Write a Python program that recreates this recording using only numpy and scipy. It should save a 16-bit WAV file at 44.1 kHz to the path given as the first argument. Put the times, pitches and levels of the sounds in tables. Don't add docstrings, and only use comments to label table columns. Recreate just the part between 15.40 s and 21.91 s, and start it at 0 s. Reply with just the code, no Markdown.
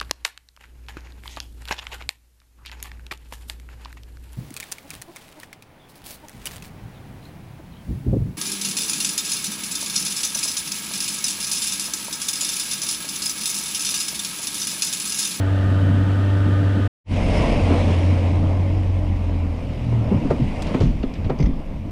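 import sys
import numpy as np
from scipy import signal
from scipy.fft import rfft, irfft, next_fast_len
from scipy.io import wavfile
from scipy.ndimage import uniform_filter1d, map_coordinates

SR = 44100
rng = np.random.default_rng(int(sys.argv[2]) if len(sys.argv) > 2 else 0)


def transcribe(u):
    v = np.clip(np.atleast_2d(u).T, -1, 1)
    q = np.round(v * 32767).astype(np.int16)
    wavfile.write(sys.argv[1], SR, q)


N = 287091
TIME = np.arange(N) / SR

# (time [s], firing rate [Hz])
CRUISE_FIRING = [(0, 96.56), (.35, 95.54), (.55, 97.6), (1.0, 97.47), (1.48, 97.66)]
EASE_FIRING = [(1.64, 93.4), (1.98, 93.8), (2.28, 88.5), (2.8, 90.43), (3.05, 91.3), (3.35, 93.8),
               (3.6, 91.56), (3.8, 88.3), (4.2, 83.4), (4.45, 81.4), (4.6, 75.04), (4.8, 74.2),
               (5.5, 86.45), (6.3, 91.8)]
# (multiple of firing rate [ratio], level [dB])
CRUISE_TONES = [(.5, -25.5), (1, -1), (2, -22.5), (3, -15.5), (4, -28.5), (5, -26.5), (6, -27.5), (7, -31),
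                (9, -38)]
EASE_TONES = [(0.99, 0), (1.6, -25), (2, -27.5), (3.3, -24), (10 / 3, -20.5), (6, -33)]
# (time [s], level [dB])
EXHAUST_LEVEL = [(1.78, -21.5), (2.0, -33), (2.13, -33), (2.26, -18.5), (2.98, -16), (3.1, -18.5),
                 (3.48, -21), (3.6, -20), (3.97, -22), (4.22, -29), (5.3, -36.5), (6.2, -45), (6.45, -34.5)]
# (frequency [Hz], width [Hz], level [dB])
WHINE_BANDS = [(71.3, 1.8, -37.5), (417, 3.1, -50), (704, 3.2, -54.5), (883, 16, -49.5), (1220, 24, -49),
               (1222, 8, -46.5), (1503, 8.2, -47.5), (1826, 15, -49), (3070, 36, -60.5)]
PANEL_MODES = [(135.4, 20, 6), (220, 66, 7), (265, 25, 12), (366, 63, 6.5), (438, 120, 4.5),
               (626.5, 153, -1.5), (927, 200, -5.5), (1325, 257, -9), (1870, 190, -10.5), (2450, 1400, -17)]
# (time [s], wash level [dB], spray level [dB])
WAKE_LEVELS = [(1.72, -34.5, -39.5), (1.98, -24, -32.5), (2.23, -27, -37), (2.33, -24.5, -35),
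               (2.55, -29, -37), (3.05, -33, -45), (3.6, -38, -47.5), (4.1, -37, -49), (4.48, -39.5, -47),
               (4.7, -32.5, -47), (5.05, -37.5, -44.5), (5.3, -32, -41.5), (5.55, -41.5, -50),
               (6.05, -39, -52.5), (6.5, -45, -53.5)]
# (time [s], level [dB], nominal pitch [Hz])
WAVE_THUMPS = [(4.713, -3.5, 201), (4.76, -10, 89), (4.85, -12.5, 246), (4.997, -10.5, 231.6),
               (5.013, -8, 124.6), (5.403, -4, 97), (5.43, -7, 136), (5.456, -14, 49.4), (5.784, -16, 85.3),
               (5.845, -13, 93), (6.0, -7.5, 144.6), (6.034, -5, 48.6)]
# (time [s], rms level [dB], brightness [Hz], t60 [s])
PANEL_SLAPS = [(2.305, -31.5, 1300, 0.22), (2.49, -40, 1296, .35), (3.895, -43, 900, 0.36),
               (4.525, -37.5, 900, 0.65), (4.718, -28.5, 220, 0.24), (4.908, -27, 750, 0.15),
               (5.346, -27, 2003, 0.19), (5.409, -31, 650, 0.27), (5.635, -31, 500, 0.13),
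               (5.902, -30, 750, 0.13), (5.997, -32, 437, 0.47)]
# (time [s], level [dB], treble edge [Hz], t60 [s])
DECK_SPLATS = [(4.904, -39.5, 7000, 0.074), (5.221, -26.5, 8080, 0.031), (5.266, -36.5, 5000, .12),
               (5.335, -45, 5000, 0.074), (5.402, -37.5, 6000, 0.35), (5.63, -35, 4240, 0.067),
               (5.737, -35.5, 5500, 0.032), (5.752, -43.5, 4200, 0.14), (5.843, -40, 4300, .11),
               (5.896, -38.5, 5010, 0.066)]
# (time [s], level [dB])
FITTING_HITS = [(5.988, -51), (6.003, -46.5), (6.0253, -46), (6.0586, -49.5)]
# (frequency [Hz], level [dB], t60 [s])
FITTING_MODES = [(2030, 2, 0.13), (2360, -2, .12), (3250, -9, 0.15), (3600, -12, 0.6), (4860, -2, 0.12),
                 (5150, -6.5, .08), (5450, -4, 0.073), (6000, -6.5, 0.14), (5950, -12.5, .08)]
# (peak time [s], level [dB], half length [s])
SHAFT_THROBS = [(2.05, -22.5, 0.27), (3.72, -26.5, 0.35)]
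CRUISE_PUFFS = [(.43, -23, 0.033), (.6, -27.5, 0.11), (1.39, -23.5, 0.025)]
EASE_GUSTS = [(2.16, -23, 0.046), (3.08, -27, .04), (4.86, -25, 0.077), (5.1, -26.5, 0.11),
              (5.56, -21.5, .1), (6.08, -22.5, 0.15), (6.3, -29, 0.072)]
# (frequency [Hz], relative level [dB])
CLATTER_SPECTRUM = [(250, -8), (400, 3.5), (600, 5.5), (790, -3), (920, -2), (1100, -6), (1250, -0.5),
                    (1600, -2.5), (1880, -5.5), (2100, -12), (3100, -10), (4200, -19), (6500, -28),
                    (9000, -29), (10700, -40), (12500, -40.5), (15500, -59)]
CHURN_SPECTRUM = [(35, -31.5), (70, 1), (120, 0), (200, 0.5), (280, -1.5), (380, -16.5), (600, -33),
                  (4000, -110)]
WASH_SPECTRUM = [(150, -8), (340, -5), (480, -1.5), (600, 0.5), (800, -7), (1000, -8), (1400, -20.5),
                 (2200, -27.5), (9000, -85.5)]
SPRAY_SPECTRUM = [(800, -28), (1400, -11), (1750, -7), (2150, 0.5), (2800, -3), (3500, -9.5), (4300, -14),
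                  (5100, -13.5), (6000, -18.5), (7500, -23.5), (8800, -23), (10500, -28.5), (11700, -42.5),
                  (15500, -58.5)]
FIZZ_SPECTRUM = [(2500, -14), (5000, 13.5), (9500, -18.5), (10800, -20), (12000, -27.5), (15000, -57.5)]
RUMBLE_SPECTRUM = [(12, -7.5), (26, 3.5), (34, 0.5), (65, -6), (100, -24), (300, -52), (2000, -120)]
AIR_SPECTRUM = [(3000, -50.5), (8000, -16.5), (10500, -7), (12300, -0.5), (14000, -5.5), (15500, -16.5)]


def amp(db):
    return 10 ** (np.asarray(db) / 20)


def unit(x):
    return x / np.sqrt(np.mean(x ** 2) + 1e-20)


def curves(rows):
    times, *columns = np.transpose(rows)
    return [np.interp(TIME, times, column) for column in columns]


def wobble(rate):
    return map_coordinates(rng.standard_normal(int(N * rate / SR) + 4), [TIME * rate])


def swells(rows, rest_db):
    power = sum((amp(db) * np.exp(-.5 * ((TIME - s) / half) ** 2)) ** 2 for s, db, half in rows)
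    return np.sqrt(amp(rest_db) ** 2 + power)


def filtered(x, response):
    size = next_fast_len(len(x) + SR // 4)
    return irfft(rfft(x, size) * response(np.fft.rfftfreq(size, 1 / SR)), size)[:len(x)]


def coloured(x, spectrum):
    f, db = np.transpose(spectrum)
    return unit(filtered(x, lambda hz: amp(np.interp(np.log(hz + 1), np.log(f), db))))


def noise(spectrum, length=N):
    return coloured(rng.standard_normal(length), spectrum)


def resonate(x, modes):
    return filtered(x, lambda f: sum(
        (-1) ** k * amp(db) * 1j * f * width / (hz * hz - f * f + 1j * f * width)
        for k, (hz, width, db) in enumerate(modes)))


def patchy(depth_db):
    bins = signal.stft(rng.standard_normal(N), nperseg=512)[2]
    patches = uniform_filter1d(rng.standard_normal(bins.shape), size=5, axis=0)
    patches = unit(uniform_filter1d(patches, size=10, axis=1))
    return unit(signal.istft(bins * amp(depth_db * patches), nperseg=512)[1][:N])


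def add(track, s, sound):
    part = track[round(s * SR):][:len(sound)]
    part += sound[:len(part)]


def firing_phase(rate_rows, unsteady_hz):
    return 2 * np.pi * np.cumsum(curves(rate_rows)[0] + unsteady_hz * wobble(25.13)) / SR


def drone(phase, orders, flutter_db):
    tones = np.zeros(N)
    for multiple, db in orders:
        flutter = flutter_db * min(1, 0.29 + abs(db) / 20) * wobble(14)
        tones += amp(db + flutter) * np.sin(multiple * phase + rng.uniform(0, 2 * np.pi))
    uneven_firing = amp(0.4 * wobble(90))
    return np.sqrt(2) * tones * uneven_firing


def gear_whine():
    out = np.zeros(N)
    for hz, width, db in WHINE_BANDS:
        band = filtered(rng.standard_normal(N), lambda f: 1 / (1 + ((f - hz) / width) ** 2))
        out += amp(db) * unit(band)
    return out


def cruising_motor():
    phase = firing_phase(CRUISE_FIRING, unsteady_hz=0.42)
    exhaust = amp(-16.5 + 0.55 * wobble(7.3)) * drone(phase, CRUISE_TONES, flutter_db=1.0)
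    whine = gear_whine()
    clatter = amp(-34) * unit(noise(CLATTER_SPECTRUM) * (1 + 0.1 * np.sin(phase)))
    return exhaust + whine + clatter


def easing_motor():
    boom_s, rise_db_per_s, fall_db_per_s = 4.565, 77, 101
    phase = firing_phase(EASE_FIRING, unsteady_hz=0.92)
    exhaust = amp(curves(EXHAUST_LEVEL)[0]) * drone(phase, EASE_TONES, flutter_db=3.5)
    shaft = phase / 2
    throb = swells(SHAFT_THROBS, rest_db=-39) * np.sin(shaft)
    boom_db = -16 - np.maximum(rise_db_per_s * (boom_s - TIME), fall_db_per_s * (TIME - boom_s))
    boom = amp(boom_db + 2.0 * wobble(40)) * np.sin(3 * shaft)
    return exhaust + np.sqrt(2) * (throb + boom)


def droplets(rate, spread_db):
    impacts = (rng.random(N) < rate / SR) * rng.standard_normal(N)
    return unit(impacts * amp(spread_db * np.clip(rng.standard_normal(N), -2, 2)))


def wake():
    wash_db, spray_db = curves(WAKE_LEVELS)
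    churn_db = wash_db.mean() + 7 + 0.71 * (wash_db - wash_db.mean())
    fizz_db = spray_db.max() - 26 + 2.3 * (spray_db - spray_db.max())
    churn = amp(churn_db + 1.2 * wobble(22)) * coloured(patchy(depth_db=1.0), CHURN_SPECTRUM)
    wash_gain = amp(wash_db + wobble(30))
    wash = coloured(patchy(depth_db=1.5) + .5 * droplets(rate=700, spread_db=-2.0), WASH_SPECTRUM)
    spray_gain = amp(spray_db + 0.22 * wobble(35))
    spray = coloured(patchy(depth_db=2.0) + 0.68 * droplets(rate=5000, spread_db=4.5), SPRAY_SPECTRUM)
    fizz = amp(fizz_db) * noise(FIZZ_SPECTRUM)
    return churn + wash_gain * wash + spray_gain * spray + fizz


def wave_thumps():
    out, t = np.zeros(N), np.arange(SR // 2) / SR
    attack = 1 - np.exp(-t / 0.0038)
    for s, db, hz in WAVE_THUMPS:
        pitch = hz * (.82 + 0.327 * np.exp(-t / 0.041))
        t60 = 0.11 + 6.1 / hz
        boom = np.sin(2 * np.pi * np.cumsum(pitch) / SR) * amp(-60 * t / t60)
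        stir = amp(-13.5 - 60 * t / 0.53) * noise(CHURN_SPECTRUM, len(t))
        add(out, s, amp(db) * (boom + stir) * attack)
    return out


def hull_slaps():
    lead_s, contact_s = .04, .0005
    out, t = np.zeros(N), np.arange(SR // 3) / SR - lead_s
    after = np.maximum(t, 0)
    run_up = np.exp(np.minimum(t, 0) / 0.0051)
    blow = np.exp(-(2 * t / contact_s) ** 2)
    for s, db, bright_hz, t60 in PANEL_SLAPS:
        push = run_up * (amp(-60 * after / t60) + 0.82 * amp(-60 * after / 0.015))
        splash = rng.standard_normal(len(t)) * push / np.linalg.norm(push)
        ring = resonate(splash + blow / blow.sum(), PANEL_MODES)
        softened = filtered(ring, lambda f: 1 / (1 + 1j * f / (2 * bright_hz)) ** 2)
        add(out, s - lead_s, amp(db) * unit(softened))
    return out


def deck_splats():
    out, t = np.zeros(N), np.arange(SR // 4) / SR
    attack = 1 - np.exp(-t / 0.0012)
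    for s, db, edge_hz, t60 in DECK_SPLATS:
        drops = rng.standard_normal(len(t)) * amp(2.2 * rng.standard_normal(len(t)))
        spectrum = [(600, -20), (1600, -3), (2700, 0),
                    (edge_hz, -7), (2 * edge_hz, -32), (4 * edge_hz, -60)]
        add(out, s, coloured(drops, spectrum) * attack * amp(db - 60 * t / t60))
    return out


def fitting_rattle():
    out, t = np.zeros(N), np.arange(SR // 2) / SR
    scrape_spectrum = [(800, -29), (2100, 4.0), (3800, -9), (5600, -6.5), (7500, -25), (15000, -38)]
    for s, db in FITTING_HITS:
        ring = np.zeros(len(t))
        for hz, mode_db, t60 in FITTING_MODES:
            decay = amp(mode_db + rng.normal(0, 2.7) - 60 * t / t60)
            ring += decay * np.sin(2 * np.pi * hz * rng.normal(1, 0.015) * t)
        scrape = 2.65 * amp(-60 * t / 0.076) * noise(scrape_spectrum, len(t))
        add(out, s, amp(db) * (ring + scrape))
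    return out


def wind_buffeting():
    return swells(EASE_GUSTS, rest_db=-33.5) * amp(1.5 * wobble(12)) * noise(RUMBLE_SPECTRUM)


def cruising_wind():
    puffs = swells(CRUISE_PUFFS, rest_db=-28) * coloured(patchy(depth_db=3.5), CHURN_SPECTRUM)
    return puffs + amp(-39.5) * noise(RUMBLE_SPECTRUM)


def scene():
    stop_s, resume_s = 1.478, 1.64
    fade_out = np.clip((stop_s - TIME) / .004, 0, 1)
    fade_in = np.clip((TIME - resume_s) / 0.08, 0, 1) ** 2.6
    air = noise(AIR_SPECTRUM)
    cruising = cruising_motor() + cruising_wind() + amp(-71.5) * air
    easing = easing_motor() + wake() + wind_buffeting() + amp(-75.0) * air
    knocks = wave_thumps() + hull_slaps() + deck_splats() + fitting_rattle()
    return (fade_out * cruising + fade_in * (easing + knocks))[None]


def record(dry):
    return np.array([filtered(x, lambda hz: hz < 15700) for x in dry])


dry = scene()
out = record(dry)
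transcribe(out)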